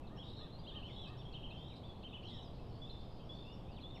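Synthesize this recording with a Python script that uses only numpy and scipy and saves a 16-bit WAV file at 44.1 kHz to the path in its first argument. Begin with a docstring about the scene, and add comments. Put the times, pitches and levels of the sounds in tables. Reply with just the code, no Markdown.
"""Songbirds sing in the trees round a boatyard, each voice a sliding, nearly pure tone.
One repeats a phrase of arched notes and a rising trill, then come level, quivering whistles.
Others slur, peep, rasp and chatter in between, and a far gull yelps four times.
Hulls and trees scatter the calls over a low, steady rumble of wind and distant traffic."""
import sys
import numpy as np
from scipy import signal
from scipy.fft import rfft, irfft
from scipy.io import wavfile
from scipy.ndimage import uniform_filter1d

SR = 44100
rng = np.random.default_rng(int(sys.argv[2]) if len(sys.argv) > 2 else 0)


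def log_audio(samples):
    """Write samples as a 16-bit WAV file to the path given in sys.argv[1]."""
    # one column per channel
    frames = np.atleast_2d(samples).T
    # limit to full scale, then quantise
    limited = np.clip(frames, -1, 1)
    pcm = np.round(limited * 32767).astype(np.int16)
    wavfile.write(sys.argv[1], SR, pcm)


N = 176400

PURE_OCTAVE_DB, BRIGHT_OCTAVE_DB = -41.5, -32  # second harmonic against the first


def undb(db):
    """Decibels to linear gain."""
    return 10 ** (np.asarray(db) / 20)


def level(x, db):
    """Set a sound's rms level."""
    return x * undb(db) / np.sqrt(np.mean(x ** 2))


def drift(rate_hz, size):
    """Smooth random wander with a spread near 1."""
    hold = int(SR / rate_hz)
    steps = np.repeat(rng.standard_normal(size // hold + 1), hold)
    return 1.38 * uniform_filter1d(uniform_filter1d(steps, hold), hold)[:size]


def noise(gain):
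    """Noise shaped by a function of frequency."""
    hz = np.arange(1, N // 2 + 2) * SR / N
    return irfft(rfft(rng.standard_normal(N)) * gain(hz), N)


def add(out, start, x):
    """Mix a sound in at its start in seconds."""
    i = max(int(start * SR), 0)
    out[i:i + len(x)] += x[:max(N - i, 0)]


def clock(length):
    """Seconds into a note (t), and the share of it gone by (u)."""
    t = np.arange(int(length * SR)) / SR
    return t, t / length


def bend(u, first, middle, last):
    """A pitch curve: the parabola through start, middle and end."""
    return first * (1 - u) * (1 - 2 * u) + middle * 4 * u * (1 - u) + last * u * (2 * u - 1)


def fade(u, edge):
    """Rounded attack and release, each over the share of the note given by edge."""
    return np.sin(np.pi / 2 * np.clip(np.minimum(u, 1 - u) / edge, 0, 1))


def scatter(t60, build_s=0.0057):
    """Dense echoes of unit energy that build up, then die by 60 dB in t60 seconds."""
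    t, _ = clock(1)
    envelope = np.exp(-np.log(1000) * t / t60) * np.clip(t / build_s, 0, 1) ** 2
    echoes = rng.standard_normal(len(t)) * envelope
    return echoes / np.sqrt(np.sum(echoes ** 2))


def syrinx(hz, jitter=0.0085, octave_db=PURE_OCTAVE_DB):
    """A bird's voice: a slightly unsteady sine with a faint octave, rms near 1."""
    phase = 2 * np.pi * np.cumsum(hz * (1 + jitter * drift(400, len(hz)))) / SR
    return np.sqrt(2) * (np.sin(phase) + undb(octave_db) * np.sin(2 * phase))


def arch(length, top_hz, drop):
    """A note that swells as it rises and fades as it falls back."""
    _, u = clock(length)
    return fade(u, 0.51) * syrinx(top_hz * (1 - drop * (1 - np.sin(np.pi * u))))


def rumble(hum_hz=118.2, hum_width_hz=20, buffet_hz=25, gust_db=7):
    """The bed: wind and far traffic, a distant motor's hum and slow buffets on the microphone."""
    # Tone of the wind and traffic. 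Each row: frequency in Hz, relative spectral level in dB.
    air_spectrum = [(30, -2), (150, -4), (250, -9.5), (450, -14.5), (800, -17.5), (1100, -23.5),
                    (1500, -35), (2100, -39), (3300, -33.5), (4600, -46), (6200, -52.5), (14000, -59.5)]
    hz, db = np.array(air_spectrum).T
    air = level(noise(lambda f: undb(np.interp(np.log(f), np.log(hz), db))), -50)
    hum = level(noise(lambda f: 1 / (1 + (2 * (f - hum_hz) / hum_width_hz) ** 2)), -59)
    buffets = noise(lambda f: 1 / (1 + (f / buffet_hz) ** 2))
    gusts = undb(gust_db * drift(1.8, N))
    return air + hum + level(buffets * gusts, -57.5)


def chatter(count=170, centre_hz=3422, spread=0.14):
    """Faint, short chirps at random times, each with its own pitch and bend."""
    out = np.zeros(N)
    starts = rng.uniform(0, N / SR, count)
    for start, (size, pitch, onset, ending) in zip(starts, rng.uniform(-1, 1, (count, 4))):
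        _, u = clock(0.026 * np.exp(0.5 * size))
        hz = centre_hz * np.exp(spread * (2 * pitch + bend(u, onset, 0, ending)))
        add(out, start, fade(u, 0.26) * syrinx(hz))
    return level(out, -75.5)


def slurs():
    """Single sliding notes between and under the phrases."""
    # Each row: start and length in seconds, first, middle and last pitch in Hz, level in dB.
    slurred_notes = [(0.07, .014, 4350, 3910, 3550, -66), (0.361, 0.092, 4240, 4130, 3840, -64),
                     (0.375, 0.085, 4050, 3490, 3680, -63), (0.521, 0.05, 4200, 4130, 4300, -67),
                     (0.585, 0.027, 4550, 4800, 4300, -68.5), (0.635, 0.033, 3710, 3480, 4100, -64),
                     (0.672, 0.084, 4400, 3526, 4010, -61.5), (0.824, 0.049, 2596, 3040, 2990, -56),
                     (0.873, 0.04, 3120, 2350, 2060, -66.5), (0.956, 0.105, 3220, 3450, 2910, -57),
                     (1.046, 0.069, 2830, 2554, 2790, -64.5), (1.188, 0.04, 3520, 3514, 2740, -62.5),
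                     (1.325, 0.037, 4570, 3790, 3440, -63), (1.502, 0.026, 4310, 3720, 3420, -62.5),
                     (1.506, 0.029, 2554, 2697, 2820, -59), (1.54, 0.156, 3020, 3190, 3150, -63.5),
                     (1.695, 0.046, 3284, 2650, 2110, -69.5), (1.833, 0.034, 3070, 3540, 3410, -61),
                     (2.028, 0.012, 4500, 3640, 3030, -64), (2.086, 0.019, 3250, 3750, 3030, -62.5),
                     (2.112, 0.068, 3840, 3310, 3420, -63.5), (2.27, 0.057, 4200, 3820, 3480, -60.5),
                     (2.303, 0.087, 2150, 1936, 1730, -74.5), (2.415, 0.024, 5000, 6130, 6060, -81),
                     (2.438, .05, 5450, 4980, 4800, -72), (2.895, 0.021, 3750, 4140, 3670, -57),
                     (3.339, .08, 4440, 4490, 4370, -74), (3.196, 0.047, 2450, 2950, 3100, -72),
                     (3.443, 0.11, 2600, 2836, 2950, -66), (3.678, 0.083, 2380, 2800, 3080, -72),
                     (3.712, 0.049, 5240, 4300, 3630, -74.5), (3.762, 0.035, 4135, 3060, 2340, -63),
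                     (3.798, 0.039, 2960, 4190, 3200, -66), (3.947, 0.035, 3160, 2670, 1830, -64.5)]
    out = np.zeros(N)
    for start, length, first, middle, last, db in slurred_notes:
        _, u = clock(length)
        add(out, start, undb(db) * fade(u, 0.12) * syrinx(bend(u, first, middle, last)))
    return out


def gull(top_hz=625.5, drop=0.2066):
    """Four far, arched yelps, of which the second and third harmonics carry."""
    out = np.zeros(N)
    _, u = clock(0.097)
    hz = top_hz * (1 - drop * (2 * u - 1) ** 2)
    for start in (0.095, 0.383, 0.711, 1.066):
        yelp = syrinx(2 * hz) + undb(-4.5) * syrinx(3 * hz)
        add(out, start, undb(-69.5) * fade(u, 0.039) * yelp)
    return out


def peeps():
    """Thin, high notes of a smaller bird, trailing off through the trees."""
    out = np.zeros(N)
    for start in (0.156, 1.167, 2.33, 3.515, 3.941):
        add(out, start, undb(-71.5) * arch(length=0.042, top_hz=5487, drop=0.072))
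    trail = signal.fftconvolve(out, scatter(t60=0.79))[:N]
    return out + undb(-6) * trail


def phrase_openings():
    """The lead bird opens each phrase with one or two arched notes."""
    # Each row: start and length in seconds, top pitch in Hz, level in dB.
    arched_notes = [(0.17, 0.073, 3332, -55), (0.661, 0.053, 3276, -53), (0.747, 0.043, 3168, -50),
                    (1.332, 0.052, 3184, -52), (1.425, .05, 3180, -52), (2.03, 0.051, 3170, -53.5),
                    (2.123, 0.058, 3057, -52)]
    out = np.zeros(N)
    for start, length, top_hz, db in arched_notes:
        add(out, start, undb(db) * arch(length, top_hz, drop=0.23))
    return out


def trills(first_rate_hz=68.7, last_rate_hz=46.14, depth_hz=181, hoarse_hz=5330):
    """Each phrase ends in a trill that climbs and slows, loudest near the top of each swing."""
    # Each row: start and length in seconds, first, middle and last pitch in Hz, level in dB.
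    # The final row is a lower second voice under the last trill.
    trilled_notes = [(0.227, 0.23, 3588, 3810, 3760, -62.5), (0.852, 0.24, 2990, 3717, 3713, -61.5),
                     (1.52, 0.27, 2882, 3590, 3870, -64), (2.225, 0.23, 2565, 3640, 3666, -61.5),
                     (2.239, 0.17, 2938, 3280, 3035, -61.5)]
    out = np.zeros(N)
    for start, length, first, middle, last, db in trilled_notes:
        t, u = clock(length)
        rate = first_rate_hz + (last_rate_hz - first_rate_hz) * u
        rate *= 1 + 0.03 * drift(first_rate_hz, len(t))
        swing = 2 * np.pi * np.cumsum(rate) / SR
        depth = depth_hz * (1 + 0.06 * drift(first_rate_hz, len(t)))
        hz = bend(u, first, middle, last) + depth * np.cos(swing)
        tone = syrinx(hz, octave_db=BRIGHT_OCTAVE_DB)
        hoarse_layer = undb(-22) * syrinx(hoarse_hz + depth_hz * drift(150, len(t)))
        pulse = 1 + 0.33 * np.cos(swing - 0.7)
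        add(out, start, undb(db) * fade(u, 0.048) * pulse * (tone + hoarse_layer))
    return out


def rasps(centre_hz=4470, depth_hz=494, rate_hz=95):
    """Short buzzes: a few fast, wide and rough swings of pitch, loudest at the bottom."""
    # Each row: start in seconds, gain in dB.
    rasp_calls = [(0.273, -65), (1.065, -64.5), (1.749, -64), (2.287, -62)]
    out = np.zeros(N)
    t, u = clock(0.042)
    swing = np.cos(2 * np.pi * rate_hz * t)
    envelope = fade(u, 1.0) * (1 - 0.5 * swing)
    for start, db in rasp_calls:
        tone = syrinx(centre_hz + depth_hz * swing, jitter=0.04, octave_db=-20)
        add(out, start, undb(db) * envelope * tone)
    return out


def whistles(head_s=0.0261, edge_s=0.0097, step_hz=121.3, quiver_hz=54.25, depth_hz=80):
    """A strong, clean head, then a step up to a level pitch that quivers as it fades."""
    # Each row: start and length in seconds, held pitch in Hz, opening level in dB.
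    whistled_notes = [(1.248, 0.062, 3374, -58), (1.886, 0.039, 3542, -59), (2.814, 0.25, 3533, -54),
                      (3.29, .25, 3506, -52.5), (3.831, 0.4, 3566, -54)]
    head_accent_db, fade_db_per_s = 6, 42.5
    out = np.zeros(N)
    for start, length, pitch, db in whistled_notes:
        t, u = clock(length)
        swing = 2 * np.pi * np.cumsum(quiver_hz * (1 + 0.12 * drift(quiver_hz, len(t)))) / SR
        settled = np.clip(t / head_s - 1, 0, 1)  # 0 in the head, 1 on the held pitch
        quiver = settled * np.sin(swing)
        hz = pitch - step_hz * (1 - settled) + depth_hz * quiver
        gain = undb(db - head_accent_db * settled - fade_db_per_s * t)
        octave_db = PURE_OCTAVE_DB + (BRIGHT_OCTAVE_DB - PURE_OCTAVE_DB) * settled
        tone = syrinx(hz, jitter=0.01, octave_db=octave_db)
        add(out, start, gain * fade(u, edge_s / length) * (1 + 0.5 * quiver) * tone)
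    return out


def twitters(wander=0.06):
    """Far, high voices whose pitch darts about at random."""
    # Each row: start and length in seconds, centre pitch in Hz, level in dB.
    twitter_calls = [(2.42, 1.26, 4910, -81.5), (2.682, 0.093, 4300, -73.5), (3.09, 0.064, 5140, -79)]
    out = np.zeros(N)
    for start, length, pitch, db in twitter_calls:
        t, u = clock(length)
        hz = pitch * (1 + wander * drift(150, len(t)))
        add(out, start, undb(db) * fade(u, 0.12) * syrinx(hz))
    return out


def deep_in_trees(calls):
    """Blur: these calls arrive only as scattered sound."""
    return signal.fftconvolve(calls, scatter(t60=0.16))[:N]


def boatyard(calls):
    """The calls, plus quick scatter from the hulls and a longer tail from the trees."""
    hulls = undb(-7.5) * scatter(t60=0.13)
    trees = undb(-6.5) * scatter(t60=0.91)
    return calls + signal.fftconvolve(calls, hulls + trees)[:N]


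def scene():
    """All the birds echo round the yard over the rumble, in mono."""
    bed = rumble()
    birds = phrase_openings() + trills() + whistles() + slurs() + peeps() + rasps() + gull()
    hidden_birds = deep_in_trees(chatter() + twitters())
    return (bed + boatyard(birds + hidden_birds))[None]


def record(dry):
    """The recorder cuts the top steeply above 14.5 kHz."""
    return signal.sosfilt(signal.ellip(8, 0.2, 70, 14500, fs=SR, output="sos"), dry)


dry = scene()
out = record(dry)
log_audio(out)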